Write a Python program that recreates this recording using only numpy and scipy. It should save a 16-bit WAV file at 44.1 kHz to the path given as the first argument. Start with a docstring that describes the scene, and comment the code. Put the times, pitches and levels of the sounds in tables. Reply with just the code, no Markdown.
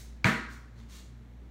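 """Garage with hard walls, one microphone: a small rubber ball bounces once on the concrete floor.
The air and skin of the ball ping as damped modes over a noise crack and a low thump; the walls ring on
as decaying coloured noise. Soft shaped noises, each with a room tail, are scuffs of shoes and hands, the
dull tail of an earlier tap and a tiny high tick. A motor hums low, as two drifting tones and a few fuzzy
ones, over a faint air noise."""
import sys
import numpy as np
from scipy import signal
from scipy.fft import rfft, irfft, next_fast_len
from scipy.io import wavfile
from scipy.ndimage import uniform_filter1d, map_coordinates

SR = 44100
rng = np.random.default_rng(int(sys.argv[2]) if len(sys.argv) > 2 else 0)


def volts(x):
    """Linear amplitude factor 10**(x/20) for a level x in dB, scalar or array-like."""
    e = np.asarray(x, float) / 20
    return 10 ** e


def master(y):
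    """Save y as 16-bit WAV."""
    cut = np.clip(np.atleast_2d(y).T, -1, 1)
    pcm = np.round(cut * 32767)  # scale
    wavfile.write(sys.argv[1], SR, pcm.astype(np.int16))


N = 66150  # samples, 1.5 s


def unit(x):
    """Scale to rms 1."""
    return x / np.sqrt(np.mean(x ** 2) + 1e-20)


def along(points, hz):
    """Interpolate (f/Hz, value) points on a log frequency axis."""
    f, v = np.transpose(points)
    return np.interp(np.log(hz + 1), np.log(f + 1), v)


def wobble(rate):
    """A smooth random curve through normal random knots, rate knots a second."""
    knots = rng.standard_normal(int(N * rate / SR) + 4)
    return map_coordinates(knots, [np.arange(N) * rate / SR])


def filtered(x, response):
    """Shape x by a response of frequency in Hz."""
    m = next_fast_len(len(x) + 8192)
    spectrum = rfft(x, m) * response(np.fft.rfftfreq(m, 1 / SR))
    return irfft(spectrum, m)[:len(x)]


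def room_tail(colour, hold):
    """One second of coloured noise: each frequency holds, then dies at its own speed."""
    # decay of the garage: f/Hz, time to fall 60 dB t60/s
    decay_times = [(250, 0.68), (600, 0.39), (1400, 0.71), (2500, 0.51), (5000, 0.55), (9000, 0.44),
                   (15000, 0.248)]
    noise = unit(filtered(rng.standard_normal(SR), colour))
    hz, t, z = signal.stft(noise, SR, nperseg=256)
    since_hold = np.maximum(t - along(hold, hz)[:, None], 0)
    decay = volts(-60 * since_hold / along(decay_times, hz)[:, None])
    return signal.istft(z * decay, SR, nperseg=256)[1][:SR]


def ring(hz, db, t60, attack_s, t):
    """A damped mode: a sine from t = 0 that swells exponentially and falls 60 dB in t60 seconds."""
    t = np.maximum(t, 0)
    return volts(db - 60 * t / t60) * np.sin(2 * np.pi * hz * t) * (1 - np.exp(-t / attack_s))


def near_surface(hz):
    """A near surface doubles the walls' answer: one delayed copy combs its middle frequencies."""
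    comb_hz, share = 158.7, 0.86  # spacing of the comb, strength of the copy
    low_hz, top_hz = 464, 1550
    copy = share / (1 + (hz / top_hz) ** 4) / (1 + (low_hz / (hz + 1)) ** 8)
    return 1 + copy * np.exp(-2j * np.pi * hz / comb_hz)


def wall_answer():
    """The hard walls return the bounce as a swelling, then decaying, coloured noise."""
    # colour of the bounce in the walls: f/Hz, relative level/dB
    wall_colour = [(180, -47.5), (250, -7.5), (310, -10), (400, -10.5), (574, -15), (890, -17), (980, -12),
                   (1150, -12), (1450, -10), (1800, -9), (2200, -9.5), (2600, -17), (3240, -22),
                   (4200, -22), (5000, -29), (6900, -31.5), (10000, -41), (16000, -50)]
    # echoes keep arriving before the decay: f/Hz, hold t/s
    wall_hold = [(500, 0.007), (2000, 0.0067), (6000, 0.013), (14000, 0.056)]
    tail_db, swell_s = -23, 0.0072
    tail = room_tail(lambda hz: volts(along(wall_colour, hz)) * near_surface(hz), wall_hold)
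    swell = 1 - np.exp(-np.arange(SR) / SR / swell_s)
    return volts(tail_db) * tail * swell


def bounce():
    """Ball modes ping, the contact cracks, floor and room modes thump, then the walls answer."""
    # air and skin of the ball: f/Hz, relative level/dB, t60/s
    ball_modes = [(1120, -17, 0.0074), (1334, -24.5, 0.044), (1556, -1, 0.011), (2240, -1.5, 0.018),
                  (2336, -6.5, 0.028), (3340, -1.5, 0.0041), (4030, -7.5, 0.0097), (4570, -5, 0.0067),
                  (6220, -13.5, 0.0074), (8664, -33, 0.0044)]
    # floor and lowest room resonances: f/Hz, level/dB, t60/s, swell t/s
    floor_modes = [(82, -44.5, .08, 0.0098), (120.4, -10, 0.083, .005), (140.8, -21, 0.32, 0.049),
                   (189.4, -19, 0.24, 0.0052), (214.8, -26, 0.48, 0.022), (234.8, -28.5, 0.52, 0.017)]
    bounce_s, ball_db, attack_s = .2441, -11, 0.00044
    crack_db, crack_t60_s = -26, 0.012  # level ahead of the noise colour
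    thump_lag_s, bass_cut_hz = 0.00274, 45

    t = np.arange(N) / SR - bounce_s
    ping = sum(ring(hz, ball_db + db, t60, attack_s, t) for hz, db, t60 in ball_modes)

    crack_decay = (t > 0) * volts(crack_db - 60 * np.abs(t) / crack_t60_s)
    crack_noise = filtered(rng.standard_normal(N), lambda hz: hz / (hz + 3000) / (1 + (hz / 7000) ** 2))
    crack = crack_decay * crack_noise

    # first swing opposite to the ping
    thump = -sum(ring(hz, db, t60, swell, t - thump_lag_s) for hz, db, t60, swell in floor_modes)

    walls, start = np.zeros(N + SR), round(bounce_s * SR)
    walls[start:start + SR] = wall_answer()
    bass_cut = signal.butter(4, bass_cut_hz, "high", fs=SR, output="sos")
    return signal.sosfilt(bass_cut, ping + crack + thump + walls[:N])


def soft_noises():
    """Scuffs, the dull tail of an earlier tap, a tiny high tick: rough noise that swells and fades."""
    # soft noises: start t/s, length t/s, level/dB (rms of the noise at its fullest), tilt/(dB per octave)
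    noises = [(-.1, 0.053, -55, -15), (-.09, .12, -50, 2.5), (0.504, 0.013, -61, 8), (0.483, 0.096, -57, 0),
              (0.752, 0.1, -63.5, -3), (0.883, 0.14, -53, -0.13)]
    # their shared colour ahead of the tilt: f/Hz, relative level/dB per Hz
    noise_colour = [(500, -37), (1000, -0.5), (1500, -1), (2200, -0.5), (3000, -2), (4000, 3), (4600, 2),
                    (5600, 0), (7000, 0.2), (8000, -5), (10000, -8), (12000, -12.5), (16000, -11.5)]
    rise, rounding = .5, .65  # share of the length spent rising; exponent that rounds the top
    rough_db, wet_db = 2, -3.3
    lead = SR // 4  # time ahead of zero, for noises already under way
    t, out = (np.arange(N + lead) - lead) / SR, 0
    for start_s, length_s, db, tilt_db in noises:
        u = (t - start_s) / length_s
        swell = np.clip(np.minimum(u / rise, (1 - u) / (1 - rise)), 0, 1) ** rounding
        grit = volts(rough_db * unit(uniform_filter1d(rng.standard_normal(len(t)), size=60)))
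        rough = grit * rng.standard_normal(len(t))
        coloured = unit(filtered(
            rough, lambda hz: volts(along(noise_colour, hz) + tilt_db * np.log2((hz + 1) / 4000))))
        direct = volts(db) * swell * coloured
        tail = room_tail(lambda hz: 1 + 0 * hz, [(1000, 0.044)])  # white, 44 ms hold throughout
        wet = signal.fftconvolve(direct, tail / np.linalg.norm(tail))[:len(t)]
        out = out + direct + volts(wet_db) * wet
    return out[lead:]


def motor():
    """A low hum that drifts a little, its octave that swells and sinks, and fuzzy noise-band tones."""
    # hum's octave: t/s, rms level/dB
    octave_level = [(0, -56), (.08, -73), (.2, -57.5), (.45, -60.5), (.6, -55), (.68, -66), (0.768, -50.5),
                    (0.848, -54), (.92, -81), (1.02, -73), (1.11, -50.5), (1.2, -56), (1.3, -60),
                    (1.5, -58)]
    # fuzzy motor tones: f/Hz, width f/Hz, rms level/dB
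    fuzzy_tones = [(186.2, 12, -65), (229.2, 12, -62.5), (290.6, 9.2, -80), (147, 9.3, -69)]
    hum_hz, drift_hz = 59.0, .4
    hum_db, waver_db = -48.5, 1.4  # rms level and its random wavering

    phase = 2 * np.pi * (np.cumsum(hum_hz + drift_hz * wobble(6.5)) / SR + rng.random())
    octave_db = np.interp(np.arange(N) / SR, *np.transpose(octave_level))
    hum = volts(hum_db + waver_db * wobble(10)) * np.sin(phase)
    octave = volts(octave_db) * np.sin(2 * phase + wobble(5.5))
    whirs = 0
    for hz, width, db in fuzzy_tones:
        band = filtered(rng.standard_normal(N), lambda f: 1 / (1 + (2 * (f - hz) / width) ** 2))
        whirs = whirs + volts(db) * unit(band)
    return np.sqrt(2) * (hum + octave) + whirs  # sqrt(2): a sine of rms 1


def air():
    """Faint steady air noise: random noise, strongest in the bass."""
    # colour of the air: f/Hz, relative level/dB per Hz
    air_colour = [(20, -48.5), (42, -18.5), (65, -12.5), (82, -17), (95, -9.5), (134, -10.5), (166, -23),
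                  (229, -13.5), (516, -25), (1100, -32), (2100, -33.5), (2600, -38.5), (4030, -41),
                  (4740, -45), (7000, -47.5), (9000, -53.5), (16000, -56)]
    air_db = -58  # rms
    return volts(air_db) * unit(filtered(rng.standard_normal(N), lambda hz: volts(along(air_colour, hz))))


def scene():
    """Everything adds up at one microphone."""
    return (bounce() + soft_noises() + motor() + air())[None]


def microphone(x):
    """The microphone's narrow dips and its band limit shape the spectrum."""
    # dips: f/Hz, width f/Hz, depth (share of the amplitude)
    narrow_dips = [(4950, 200, .6), (10400, 450, .55)]
    top_hz = 15780

    def response(f):
        gains = [1 - depth / (1 + (2 * (f - hz) / width) ** 2) for hz, width, depth in narrow_dips]
        return (f < top_hz) * np.prod(gains, axis=0)
    return filtered(x, response)


def roll_off(x):
    """The treble ends steeply here."""
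    return signal.sosfilt(signal.butter(12, 16250, fs=SR, output="sos"), x)


def record(dry):
    """Pass the scene through the microphone to the finished mix."""
    mix = microphone(dry[0])[None]
    return roll_off(mix)


dry = scene()
out = record(dry)
master(out)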